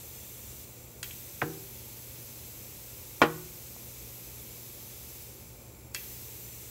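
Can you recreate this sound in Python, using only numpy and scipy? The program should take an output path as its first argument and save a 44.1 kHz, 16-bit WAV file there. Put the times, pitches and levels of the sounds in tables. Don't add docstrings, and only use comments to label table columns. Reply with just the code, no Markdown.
import sys
import numpy as np
from scipy import signal
from scipy.fft import rfft, irfft
from scipy.io import wavfile
from scipy.ndimage import uniform_filter1d

SR = 44100
rng = np.random.default_rng(int(sys.argv[2]) if len(sys.argv) > 2 else 0)


def to_wav(sig):
    pcm = np.clip(np.atleast_2d(sig), -1, 1) * 32767
    pcm = np.round(pcm).astype(np.int16)
    wavfile.write(sys.argv[1], SR, pcm.T)


def volts_from_decibels(level):
    exponent = np.asarray(level, float) / 20
    return 10 ** exponent


N = 295470


def rms_one(x):
    return x / np.sqrt(np.mean(x ** 2) + 1e-20)


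def at_hz(points, hz):
    points_hz, values = np.array(points).T
    return np.interp(np.log(hz + 1), np.log(points_hz), values)


def coloured(spectrum):
    hz = np.arange(N // 2 + 1) * SR / N
    white = rfft(rng.standard_normal(N))
    return rms_one(irfft(white * volts_from_decibels(at_hz(spectrum, hz)), N))


def drift(rate):
    r = np.exp(-2 * np.pi * rate / SR)
    slow = signal.lfilter([1], [1, -2 * r, r * r], rng.standard_normal(N + SR))
    return rms_one(slow[SR:])


def ring(drive, hz, t60):
    r = volts_from_decibels(-60 / (max(t60, 0.002) * SR))
    w = 2 * np.pi * hz / SR
    return signal.lfilter([0, np.sin(w)], [1, -2 * r * np.cos(w), r * r], drive)


def slap(click, hz, t60):
    out = ring(ring(click, hz, t60), hz, 2.0 / hz)
    return out / np.max(np.abs(out))


def strike(out, s, sound):
    return out + np.pad(sound, (round(s * SR), N))[:N]


def room(x):
    # frequency in Hz, reverberation time t60 in seconds.
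    decay_times = [(150, 0.33), (400, 0.2), (900, 0.5), (1500, 0.42), (4000, 0.23), (12000, 0.11)]
    t = np.arange(SR // 2) / SR
    tail = np.zeros(len(t))
    for low in 60 * 2 ** np.arange(8):
        octave = signal.butter(2, [low, 2 * low], "band", fs=SR, output="sos")
        t60 = max(at_hz(decay_times, low * np.sqrt(2)), 0.02)
        tail += signal.sosfilt(octave, rng.standard_normal(len(t))) * volts_from_decibels(-60 * t / t60)
    tail *= np.clip((t - 0.003) / 0.0016, 0, 1)
    return signal.fftconvolve(x, tail / np.sqrt(np.sum(tail ** 2)))[:N]


def valve_flow():
    # start in seconds, flow just after in dB, settled flow in dB, settling time in seconds.
    valve_moves = [
        (0, 0.9, 0.3, 0.3),
        (0.648, -2.5, -6.5, 0.3),
        (1.03, 3, 0.54, 0.17),
        (5.245, -0.5, -16, 0.85),
        (5.941, 3, 0.1, 0.37),
    ]
    t = np.arange(N) / SR
    moves = np.array(valve_moves)
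    latest = np.maximum(np.searchsorted(moves[:, 0], t, "right") - 1, 0)
    s, first_db, settled_db, settle_s = moves[latest].T
    flow_db = settled_db + (first_db - settled_db) * np.exp((s - t) / settle_s)
    return uniform_filter1d(flow_db, size=400, mode="nearest")


def near_echoes(hiss):
    decay = volts_from_decibels(-60 * np.arange(2000) / SR / 0.08)
    echoes = rms_one(rng.standard_normal((2, 2000)) * decay) / np.sqrt(2000)
    high_pass = signal.butter(2, 4000, "high", fs=SR, output="sos")
    bright = signal.sosfilt(high_pass, hiss)
    first, second = signal.fftconvolve(bright[None], echoes, axes=1)[:, :N]
    turn = 0.8 * drift(0.3)
    wet = volts_from_decibels(-8)
    return (hiss + wet * (np.cos(turn) * first + np.sin(turn) * second)) / np.sqrt(1 + wet ** 2)


def air():
    # frequency in Hz, level in dB per Hz; main range, then top range.
    jet_body = [(700, -34), (1000, -12.5), (1300, -15), (1700, -12), (2200, -7), (2800, -6), (3070, -9),
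                (3400, -5.5), (4900, -7.5), (6100, -4.5), (7600, -3), (9400, -6.5), (11000, -5),
                (13000, -15.5)]
    jet_top = [(9000, -36.5), (10500, -11), (11500, 0.5), (12500, 3.5), (13500, 2.5), (14500, 1),
               (15400, 2.5), (16500, 2)]
    # frequency in Hz, width in Hz, rms in dB, share following the flow (0-1).
    whistles = [(2330, 530, -68.5, 0), (6160, 150, -64.5, 1), (7250, 65, -86, .9), (7420, 190, -64, .12),
                (11200, 150, -71, .9), (12080, 300, -69, .9), (12780, 450, -67, .9), (15100, 250, -72, .1),
                (15650, 145, -68, .1)]
    flow_db = valve_flow()
    body_db = -51 + flow_db
    top_db = -47 + flow_db * np.where(flow_db > 0, 2.1, 1.2)
    hiss = volts_from_decibels(body_db + 0.18 * drift(13)) * coloured(jet_body)
    hiss += volts_from_decibels(top_db + 0.35 * drift(7.56)) * coloured(jet_top)
    tones = np.zeros(N)
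    for hz, width, level_db, share in whistles:
        t60 = np.log(1000) / (np.pi * width)
        tone = rms_one(ring(ring(rng.standard_normal(N), hz, t60), hz, t60))
        tones += volts_from_decibels(level_db + share * flow_db) * tone
    return tones + near_echoes(hiss)


def fan():
    # frequency in Hz, level in dB per Hz.
    rumble = [(25, -38), (45, -9), (60, 1), (80, -1), (105, -4), (140, -8.5), (230, -12), (270, -13.5),
              (330, -10), (540, -12), (640, -18), (900, -21.5), (1500, -27), (2000, -44)]
    # frequency in Hz, rms in dB.
    hum = [(120, -56), (227, -68), (240, -76.5), (883, -74)]
    t = np.arange(N) / SR
    tones = np.zeros(N)
    for hz, level_db in hum:
        tones += volts_from_decibels(level_db + 0.5 * drift(2)) * np.sin(2 * np.pi * hz * t)
    return volts_from_decibels(-52.5) * coloured(rumble) + np.sqrt(2) * tones


def trigger():
    # start in seconds, peak in dB, crack in dB.
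    pulls = [
        [(1.0297, -30.5, 5), (1.0318, -43, 15), (1.042, -43, 12), (1.1095, -40, 8), (1.113, -54, 5)],
        [(5.9467, -30, 6), (5.9492, -32, 2), (5.9525, -40, 10), (5.9585, -34, -16), (5.963, -30, -10),
         (6.038, -47.5, 0)],
    ]
    # mode in Hz, level in dB on the first pull, level in dB on the second, t60 in seconds.
    metal_modes = [(1030, -25.5, -14, 0.069), (1400, -5, -9.5, 0.02), (1715, -16, -11.5, 0.045),
                   (1990, -15, -10, 0.024), (2375, -12, -12.5, 0.056), (2670, -9.5, -12, 0.061),
                   (3274, -9, -15, 0.059), (4120, -5, -17, .02), (4730, -6, -2.5, 0.015),
                   (6890, -2, -3, 0.014), (9800, -10, -13, 0.0067), (10900, -17, -2, 0.0084)]
    first_low_hz = [900, 950]
    rebound_low_hz = 1900
    sharp_hz, dull_hz = 11900, 3870
    sharp_t60, dull_t60 = 0.013, 0.021
    t = np.arange(SR // 4) / SR
    click = (t == 0) + 1e-18
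    out = np.zeros(N)
    for pull, contacts in enumerate(pulls):
        for s, peak_db, crack_db in contacts:
            sharp = np.exp(min(contacts[0][0] - s, 0) / 0.0048)
            crack_t60 = dull_t60 + sharp * (sharp_t60 - dull_t60)
            high_hz = dull_hz + sharp * (sharp_hz - dull_hz)
            low_hz = rebound_low_hz + sharp * (first_low_hz[pull] - rebound_low_hz)
            sound = volts_from_decibels(crack_db - 60 * t / crack_t60) * rng.standard_normal(len(t))
            for hz, *level_db, t60 in metal_modes:
                sound += volts_from_decibels(level_db[pull]) * ring(click, hz, t60) * rng.choice([-1, 1])
            band = signal.butter(3, [low_hz, high_hz], "band", fs=SR, output="sos")
            out = strike(out, s, volts_from_decibels(peak_db) * signal.sosfilt(band, sound))
    return out + volts_from_decibels(-12.5) * room(out)


def wheel_ring(click, modes):
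    t = np.arange(SR) / SR
    rings = np.zeros(SR)
    for k, (hz, level_db, t60) in enumerate(modes):
        waver = volts_from_decibels(level_db + 2.2 * drift(22)[:SR])
        build = 1 - np.exp(-t * hz / 1.7)
        rings += waver * build * ring(click, hz, t60) * (-1) ** k
    return rings


def bead():
    # start in seconds, peak in dB, slap in Hz, slap t60 in seconds, puff in dB.
    snaps = [
        (1.4190, -16, 1630, 0.0084, -15.5),
        (3.2173, -3.5, 1091, 0.0081, -9.5),
    ]
    # start in seconds, peak in dB, slap in Hz.
    slips = [(1.415, -41, 1500), (1.4166, -21, 2300), (1.4239, -17, 755), (1.4303, -28, 480),
             (3.207, -35, 1000), (3.2115, -41, 1000), (3.212, -40, 900), (3.2164, -22.5, 2060),
             (3.2285, -22, 1150), (3.239, -22.5, 510), (3.279, -34, 1700), (3.764, -40, 900)]
    # mode in Hz, level in dB, t60 in seconds.
    light_modes = [(104, 5, 0.086), (142, 0, 0.15), (158, -7.5, 0.78), (236.6, -14, 0.39), (307, -7, 0.5),
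                   (335, -7.5, 0.48), (390, -10.5, 0.92), (474, -4.5, 0.35), (580, -23, 0.22),
                   (759, -13, 0.36), (815, -18, 0.4), (1046, -16, 0.23), (1362, -16, 0.22), (1500, -8, .08),
                   (1717, -10, 0.15), (1960, -7, 0.094), (2390, -17, 0.079)]
    hard_modes = [(158, -13, .75), (237, -2, .15), (316, -12, 0.45), (345, -6, 0.22), (364, -17, 0.89),
                  (475.4, -3, 0.27), (614, -4, 0.14), (823, 0.5, 0.14), (995, -12, 0.23), (1127, -7, 0.16),
                  (1096, -13, 0.38), (1155, -9, 0.16), (1215, -12, .2), (1430, -1, 0.1),
                  (1482, -19.5, 0.47), (1577, -2, 0.083), (1760, -11, 0.089), (2300, -5, 0.086)]
    ring_levels = [-14.5, -16]
    crack_levels = [-36, -33.5]
    stiff_levels = [-4, -0.5]
    # frequency in Hz, level in dB.
    overtones = [(2300, -6), (3200, -10), (5000, -25), (6500, -27)]
    # frequency in Hz, level in dB per Hz.
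    puff_spectrum = [(88, -43), (150, -15.5), (420, -0.5), (560, -5), (760, -3.5), (1050, -4), (2450, -9.5),
                     (3540, -18), (4540, -22.5), (15000, -45.5)]
    t = np.arange(SR) / SR
    blows, wheel = np.zeros(N), np.zeros(N)
    click = signal.lfilter([0.25, 0.5, 0.25], [1], (t == 0) + 1e-18)
    settings = zip(snaps, [light_modes, hard_modes], ring_levels, crack_levels, stiff_levels)
    for (s, peak_db, slap_hz, slap_t60, puff_db), modes, ring_db, crack_db, stiff_db in settings:
        wheel = strike(wheel, s, volts_from_decibels(peak_db + ring_db) * wheel_ring(click, modes))
        blow = slap(click, slap_hz, slap_t60)
        for hz, level_db in overtones:
            blow += volts_from_decibels(level_db + stiff_db) * slap(click, hz, 0.005)
        swell = 1 - np.exp(-t / 0.001)
        blow += volts_from_decibels(puff_db - 60 * t / 0.11) * swell * coloured(puff_spectrum)[:SR]
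        blow += volts_from_decibels(crack_db - 60 * t / 0.036) * np.diff(rng.standard_normal(SR + 1))
        blows = strike(blows, s, volts_from_decibels(peak_db) * blow)
    for s, peak_db, slap_hz in slips:
        blows = strike(blows, s, volts_from_decibels(peak_db) * slap(click, slap_hz, 0.0064))
    out = wheel + blows + volts_from_decibels(-21) * room(blows)
    high_pass = signal.butter(4, 85, "high", fs=SR, output="sos")
    return signal.sosfilt(high_pass, out)


def scene():
    mono = air() + fan() + trigger() + bead()
    return np.array([mono, mono])


def split_bands(x):
    size = 2048
    side = np.zeros(N)
    for start, place, wide in rng.random((38, 3)):
        at = int(start * (N - size))
        low = 4400 * 3.2 ** place
        band = signal.butter(4, [low, low + 600 + 1200 * wide ** 2], "band", fs=SR, output="sos")
        own = signal.sosfilt(band, x[at:at + size][::-1]) * signal.windows.tukey(size, 0.8)
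        side[at:at + size] += volts_from_decibels(-3) * own
    return side * [[1], [-1]]


def top_cut(x):
    return signal.sosfilt(signal.butter(12, 16970, fs=SR, output="sos"), x)


def record(dry):
    low_pass = signal.ellip(16, 0.2, 70, 15745, fs=SR, output="sos")
    cut = signal.sosfilt(low_pass, np.tanh(dry))
    return top_cut(cut + split_bands(cut[0]))


dry = scene()
out = record(dry)
to_wav(out)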